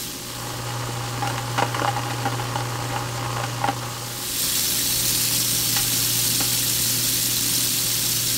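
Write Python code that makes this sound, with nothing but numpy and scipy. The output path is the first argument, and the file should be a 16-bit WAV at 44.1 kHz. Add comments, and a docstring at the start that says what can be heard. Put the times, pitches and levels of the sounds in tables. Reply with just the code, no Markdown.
"""Tap water hisses half in the open, then a sink disposal takes over as the microphone goes into the cabinet.
The motor hums at twice the mains rate; its plate whirrs in tones of the shaft rate.
Wet scraps rattle as random impacts through the grind chamber's ringing, and pieces knock on its wall.
About 4.3 s in, the microphone is above the sink: the splash, random droplets, is in the open and
combed by basin echoes. Water gurgles in the drain, and the grinding dies down near the end."""
import sys
import numpy as np
from scipy import signal
from scipy.fft import rfft, irfft
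from scipy.io import wavfile
from scipy.ndimage import uniform_filter1d, map_coordinates

SR = 44100
rng = np.random.default_rng(int(sys.argv[2]) if len(sys.argv) > 2 else 0)


def dump_mix(stems):
    """Bounce the given channels to the path in sys.argv[1] as a 16-bit WAV at rate SR."""
    frames = np.atleast_2d(stems).T  # one column per channel
    limited = np.clip(frames, -1, 1)  # hard clip at full scale
    pcm = np.round(limited * 32767).astype(np.int16)
    wavfile.write(sys.argv[1], SR, pcm)


N = 369116
TIME = np.arange(N) / SR

# Microphone moves. How far inside the cabinet, next to the motor: start_s, inside (0 outside - 1 closest)
INSIDE = [(.18, 0.065), (.43, 0.64), (.75, 0.85), (2.2, 1), (3.55, 0.92), (3.93, 0.76), (4.3, 0.093)]
# How far it leans toward the drain: start_s, lean (0 at the counter edge - 1 closest)
LEAN = [(4.3, 0), (5.05, .78), (6.05, 1), (7.3, .76), (8.37, .7)]
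# How open its path to the basin is: start_s, opening (0 shadowed by the counter - 1 above the sink)
OPENING = [(0, .66), (.18, .4), (.5, .3), (.8, .05), (3.7, .05), (4.1, .48), (4.43, .97), (6.1, 1),
           (8.37, .97)]
# Weaker mains lines that fill the kitchen: mains_multiple, cabinet_level_db, above_sink_level_db
MAINS_LINES = [(1, -54, -48), (6, -48, -47), (10, -52, -58)]
# Tones of the spinning plate: shaft_multiple, level_db (relative to the whirr level)
PLATE_TONES = [(1, -20), (2, -20.5), (8, -21.5), (17, -16.5), (18, -14.5), (28, -12), (32, -14),
               (33, -18.5), (35, -14.5), (37, -12.5), (38, -16), (39, -13.5), (41, -17), (42, -11.5)]
# Ringing of the wet grind chamber, scaled down where used: centre_hz, width_hz, full_height_db
CHAMBER_MODES = [(277.6, 30, 15.5), (551, 26, 6.5), (808, 64, 10.5), (945, 85, 2), (1443, 160, 8.5),
                 (2120, 91, 1.5), (2510, 120, 5), (2850, 290, 11.5)]
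# Broad colour of fine scraps: freq_hz, density_db (per Hz, relative)
SCRAPS_COLOUR = [(30, -13), (90, 5.5), (160, 0), (195, -15.5), (240, 0), (420, 0.5), (580, 0), (660, -5.5),
                 (740, -3.5), (1000, 2.5), (1300, -6), (1900, -4.5), (2400, -11.5), (4000, -19),
                 (8000, -29)]
# Broad colour of a hard piece on the chamber wall, before its tilt: freq_hz, density_db (per Hz, relative)
BLOW_COLOUR = [(25, -42), (70, -13), (160, -10), (420, -8), (580, -1), (660, -8.5), (760, 3.5), (1050, 2.5),
               (1300, -4), (1900, -4), (2400, -12), (4000, -14.5), (6000, -18.5), (15000, -37)]
# Large pieces hitting the chamber wall:
# start_s, energy_db, ring_hz (strongest), bass_boost_db, crunch_length_s, tilt_db (per octave)
KNOCKS = [(.889, -1, 729, 23, .007, -2), (1.222, 4, 961, 9, .0045, -1.5), (1.248, 3, 825, 5, 0.0061, -4),
          (1.272, 1, 947, 19, 0.0056, 7), (1.578, 10.5, 1440, 5, 0.015, 1.5),
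          (1.622, 12.5, 970, 10, 0.0061, 0), (1.744, 3, 1050, -8, 0.0088, 2.5),
          (1.795, 4, 1050, -15, .0016, -1), (1.817, 7.5, 546, 14, 0.0031, -1.5),
          (1.846, 9.5, 1050, -8, 0.0042, -3.5), (1.876, 9, 829, 11, 0.0095, 2),
          (1.963, 3, 850, -6, 0.0051, -2), (2.104, 2.5, 791, 8, 0.015, 4.5),
          (2.253, 8.5, 470, 13.5, 0.017, 1), (2.556, 6, 945, 6, 0.0036, 0.5),
          (2.961, 4.5, 791, 9, 0.0044, 0), (3.401, 1.5, 850, -3, 0.0024, -6),
          (3.435, 4, 845, 2, 0.0058, 2.5), (3.615, -1, 1100, -3, .0013, -6),
          (3.639, 10, 826, -6, 0.0049, -5), (3.676, 3, 880, -5, .004, -1),
          (3.685, 10.5, 860, 6, 0.0025, -1.5), (5.762, 6.5, 1280, 2, 0.025, 9),
          (6.402, 4.5, 1450, 17, 0.023, 4)]
# Colour of the splash above the sink: freq_hz, density_db (per Hz, relative)
OPEN_SPLASH_COLOUR = [(350, -20), (520, -8), (700, -22), (850, -17.5), (1700, -8.5), (2200, -7.5),
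                      (3300, -1), (4400, 0.5), (7000, -1.5), (8600, 0.5), (9900, -1.5), (10500, -5.5),
                      (11300, -1), (15700, -3.5)]
# Colour of the splash through the cabinet: freq_hz, density_db (per Hz, relative)
MUFFLED_SPLASH_COLOUR = [(350, 4.5), (700, -15), (1500, -0.5), (2400, -3.5), (3000, 3), (3700, -1),
                         (4400, 2), (5200, 0), (7200, -0.5), (9800, -5.5), (10400, -11.5), (11600, -9),
                         (15700, -14)]
# Standing waves of the basin around the splash: centre_hz, width_hz, height_db
BASIN_MODES = [(3080, 67, 13), (3073, 125, -11.5), (3400, 270, 2.5), (3670, 83, -7), (3770, 150, 4),
               (4480, 290, 2.5), (4940, 310, -2), (5360, 340, 3.5), (6130, 380, 3.5), (7000, 350, 1.5),
               (7550, 150, 4), (7560, 260, -0.5), (8520, 300, 1)]
# Echo off the basin wall, nearer as the microphone leans in, until it is out of line: start_s, delay_ms, gain
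WALL_ECHO = [(4.4, .57, .11), (4.85, .5, .16), (5.3, .4, .16), (5.8, .27, 0)]
# Colour of the water in the drain's throat: freq_hz, density_db (per Hz, relative)
THROAT_COLOUR = [(25, -18), (50, -8), (90, -18), (130, -6), (165, 4), (200, -3), (265, 2.5), (330, -4.5),
                 (385, -34), (450, -11.5), (700, -25), (2000, -73)]
# Low bumps as the microphone is carried: centre_s, peak_level_db, length_s
BUMPS = [(.88, -51, .14), (5.03, -45, 0.31), (5.839, -39, 0.11), (6.43, -45, .12)]
# Colour of those bumps: freq_hz, density_db (per Hz, relative)
RUMBLE_COLOUR = [(20, 0), (42, 2), (70, 2), (150, -25), (600, -60), (4000, -90)]

# Source levels: outside_db, gain_inside_db, gain_over_drain_db
HUM_DB = (-47, 17.5, 11)
WHIRR_DB = (-45, 11, -2)
CHURN_DB = (-46.5, 14.5, 2)
GURGLE_DB = (-42.5, -5, 6)
MUFFLED_SPLASH_DB = (-36, 0.8, 0.5)
SPLASH_DB, COUNTER_SHADOW_DB = -21, 26.5  # tap water heard directly, and what the counter takes off it
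MAINS_HZ, SHAFT_HZ = 60, 29.74
FEED_S, FEED_DB_PER_S = 1.05, 0.5  # the churn builds until all the peels have reached the plate
CLEARING_S, CLEARING_DB_PER_S = 5.9, 1.5  # from then on the chamber empties and the churn dies down
# Smaller pieces strike at random while the peels are still coarse
COARSE_FROM_S, COARSE_TO_S, CHIPS_PER_S = 1.2, 3.4, 6
CHIP_DB, CHIP_SPREAD_DB, CHIP_LENGTH_S = -2, 1.6, 0.0041
CHIP_RING_HZ, CHIP_RING_OCTAVES = 940, 0.4  # typical pitch and its spread
CHIP_BASS_DB, CHIP_TILT_DB = 4, 2.5  # tilt is per octave
FLOOR_ECHO_MS, FLOOR_ECHO_GAIN = 0.71, 0.12  # gain at the closest lean
EDGE_HZ = 15750  # top of the recorder's band


def motor(opening):
    """Hum locked to the mains, and the whirr of the plate, whose speed wavers under the load."""
    mains = 2 * np.pi * MAINS_HZ * TIME
    hum = amp(heard(HUM_DB) + 0.81 * wander(4.7)) * np.sin(2 * mains)
    for multiple, shut_db, open_db in MAINS_LINES:
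        level = amp(shut_db + (open_db - shut_db) * opening + 0.81 * wander(3.4))
        phase = 2 * np.pi * rng.random()
        hum += level * np.sin(multiple * mains + phase)

    shaft_speed = SHAFT_HZ * (1 + 0.0008 * wander(2))
    shaft = 2 * np.pi * np.cumsum(shaft_speed) / SR
    # the tones run in step, so they add up to a light tapping of uneven strength
    taps = np.zeros(N)
    for multiple, db in PLATE_TONES:
        taps += amp(db + 1.6 * wander(3)) * np.sin(multiple * shaft)
    whirr = amp(heard(WHIRR_DB) - cleared() + 2.0 * wander(30)) * taps
    return np.sqrt(2) * (hum + whirr)  # the root of two turns sine peaks into rms levels


def churn():
    """Clumps of fine scraps rattle as random impacts in the ringing chamber."""
    scraps = patter(per_s=1300, spread_db=2.0)
    scraps = scraps * lug_beat(depth=0.22) * amp(1.36 * wander(25))
    chamber = response(SCRAPS_COLOUR, chamber_peaks(0.66))
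    unfed_db = FEED_DB_PER_S * np.maximum(FEED_S - TIME, 0)
    return amp(heard(CHURN_DB) - unfed_db - cleared()) * unit(through(scraps, chamber))


def lug_beat(depth):
    """Two lugs on the plate sweep the slurry past the shredder, so the level beats twice a turn."""
    return 1 + depth * np.cos(2 * np.pi * 2 * SHAFT_HZ * TIME + 0.7 * wander(2.7))


def cleared():
    """Decibels by which the load has fallen as the scraps wash away."""
    return CLEARING_DB_PER_S * np.maximum(TIME - CLEARING_S, 0)


def chamber_peaks(scale):
    """The chamber's resonances with their heights in dB scaled."""
    return [(hz, width, scale * db) for hz, width, db in CHAMBER_MODES]


def knocks():
    """All pieces, large and small, that the plate flings against the wall."""
    out = np.zeros(N)
    for start_s, *piece in KNOCKS + chips():
        sound = knock(*piece)
        part = out[round(start_s * SR):][:len(sound)]
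        part += sound[:len(part)]
    return out


def knock(db, ring_hz, bass_db, length_s, tilt_db, size=4096):
    """A piece drags on the wall and crumbles; the chamber rings, most near a pitch set by the spot hit."""
    t = np.arange(size) / SR
    # a quick burst of contacts, then a faint scrape as the crumbs scatter
    burst = np.exp(-t / max(length_s, 0.001))
    scrape = 0.06 * np.exp(-t / 0.014)
    onset = 1 - np.exp(-t / 0.00073)
    contacts = rng.choice([-1, 1], size) * (rng.random(size) < 9000 / SR)
    force = contacts * (burst + scrape) * onset

    # treble tilt about 1 kHz, acting from 700 to 5000 Hz
    colour = [(hz, level + tilt_db * np.log2(np.clip(hz, 700, 5000) / 1000)) for hz, level in BLOW_COLOUR]
    spot = [(ring_hz, 220, 4), (280, 420, bass_db)]
    sound = through(force, response(colour, chamber_peaks(0.89) + spot))
    return amp(db) * sound / np.linalg.norm(sound)


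def chips():
    """Random knocks of smaller pieces, one per time slot, as rows like those of the large ones."""
    rows = []
    for slot_s in np.arange(COARSE_FROM_S, COARSE_TO_S, 1 / CHIPS_PER_S):
        start_s = slot_s + rng.random() / CHIPS_PER_S
        db = CHIP_DB + CHIP_SPREAD_DB * rng.standard_normal()
        ring_hz = CHIP_RING_HZ * 2 ** (CHIP_RING_OCTAVES * rng.standard_normal())
        rows.append((start_s, db, ring_hz, CHIP_BASS_DB, CHIP_LENGTH_S, CHIP_TILT_DB))
    return rows


def splash(opening):
    """The stream bursts into countless droplets; the muffled part is dulled by the cabinet and beaten."""
    drops = flicker(patter(per_s=16000, spread_db=2.5), patchy_db=1.93) * amp(1.0 * wander(240))
    spray = flicker(patter(per_s=12000, spread_db=0.0), patchy_db=1.5) * amp(0.61 * wander(50))
    spray = spray * lug_beat(depth=0.12)

    above_db = SPLASH_DB - COUNTER_SHADOW_DB * (1 - opening)
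    above = amp(above_db) * unit(through(drops, response(OPEN_SPLASH_COLOUR, BASIN_MODES)))
    below = amp(heard(MUFFLED_SPLASH_DB)) * unit(through(spray, response(MUFFLED_SPLASH_COLOUR)))
    flow = amp(0.3 * wander(8.8))
    return flow * (above + below + opening * basin_echoes(above))


def flicker(x, patchy_db, size=128):
    """Clusters of like-sized droplets brighten one band or another for a few milliseconds."""
    overlap = size - size // 4
    spectrum = signal.stft(x, nperseg=size, noverlap=overlap)[2]
    patches = rng.standard_normal(spectrum.shape)
    patches = uniform_filter1d(patches, size=5, axis=0)  # across frequency
    patches = unit(uniform_filter1d(patches, size=6, axis=1))  # across time
    return signal.istft(spectrum * amp(patchy_db * patches), nperseg=size, noverlap=overlap)[1][:N]


def basin_echoes(x):
    """Echoes off floor and wall comb the hiss; the wall's comb sweeps upward as its delay shrinks."""
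    start_s, delay_ms, gain = np.transpose(WALL_ECHO)
    wall = np.interp(TIME, start_s, gain) * delayed(x, np.interp(TIME, start_s, delay_ms))
    floor = FLOOR_ECHO_GAIN * curve(LEAN) * delayed(x, FLOOR_ECHO_MS)
    return wall + floor


def delayed(x, ms):
    """x, later by a steady or changing delay, read between samples."""
    return map_coordinates(x, [np.arange(N) - ms * SR / 1000], order=3)


def drain():
    """Large bubbles slosh in the throat of the drain, as random impacts through a low colour."""
    slosh = patter(per_s=1400, spread_db=2.0) * amp(0.83 * wander(20))
    return amp(heard(GURGLE_DB)) * unit(through(slosh, response(THROAT_COLOUR)))


def bumps():
    """Soft swells of rumble on the microphone."""
    swell = np.zeros(N)
    for centre_s, db, length_s in BUMPS:
        swell += amp(db) * np.exp(-(2 * (TIME - centre_s) / length_s) ** 2)
    rumble = through(rng.standard_normal(N), response(RUMBLE_COLOUR))
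    return swell * unit(rumble)


def kitchen(x, t60, wet_db):
    """Dense, quickly dying reflections from cabinet and walls; t60 is the 60 dB decay in seconds."""
    t = np.arange(SR // 2) / SR
    taps = rng.choice([-1, 1], len(t)) * (rng.random(len(t)) < 2000 / SR) * (t > 0.003)
    tail = taps * np.exp(-np.log(1000) * t / t60)
    wet = amp(wet_db) * through(x, tail / np.linalg.norm(tail))
    return (x + wet) / np.hypot(1, amp(wet_db))


def heard(levels):
    """Level in dB of a source as the microphone moves."""
    outside_db, inside_db, drain_db = levels
    return outside_db + inside_db * curve(INSIDE) + drain_db * curve(LEAN)


def patter(per_s, spread_db):
    """Random tiny impacts of either sign; with a spread, most are small and a few large."""
    sizes = amp(spread_db * np.minimum(rng.exponential(1, N), 4))
    return unit(sizes * rng.choice([-1, 1], N) * (rng.random(N) < per_s / SR))


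def response(points, peaks=(), size=4096):
    """Causal (minimum-phase) impulse response of energy 1 from a broad spectrum and resonances on it."""
    f = np.fft.rfftfreq(size, 1 / SR)
    hz, db = np.transpose(points)
    db = np.interp(np.log(f + 1), np.log(hz), db)
    for centre, width, height in peaks:
        db = db + height / (1 + (2 * (f - centre) / width) ** 2)
    log_gain = np.log(amp(db) * (f + 1) / (f + 20))  # the ratio thins the lowest bass
    circle = np.concatenate([log_gain, log_gain[-2:0:-1]])
    ring = np.fft.ifft(np.exp(np.conj(signal.hilbert(circle)))).real
    return ring / np.linalg.norm(ring)


def through(x, ring):
    """Plays x through an impulse response."""
    return signal.oaconvolve(x, ring)[:len(x)]


def wander(hz):
    """Random drift of rms 1, its spectrum falling away above about hz."""
    f = np.fft.rfftfreq(N, 1 / SR)
    return unit(irfft(rfft(rng.standard_normal(N)) / (1 + (f / hz) ** 2), N))


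def curve(rows):
    """Joins (s, value) rows by straight lines."""
    return np.interp(TIME, *np.transpose(rows))


def unit(x):
    """Scales to rms 1."""
    return x / np.sqrt(np.mean(x ** 2) + 1e-20)


def amp(db):
    """Decibels to gain."""
    return 10 ** (np.asarray(db) / 20)


def scene():
    """All sources at one microphone, the same in both channels."""
    opening = np.clip(curve(OPENING), 0, 1)
    water = kitchen(splash(opening), t60=0.066, wet_db=-10.0)
    grinding = kitchen(churn() + knocks(), t60=0.11, wet_db=-8)
    mono = motor(opening) + grinding + water + drain() + bumps()
    return np.array([mono, mono])


def record(dry):
    """The recorder's band limit, a steep low-pass."""
    low_pass = signal.firwin(701, EDGE_HZ, window=("kaiser", 9), fs=SR)
    return signal.oaconvolve(dry, low_pass[None], "same")


dry = scene()
out = record(dry)
dump_mix(out)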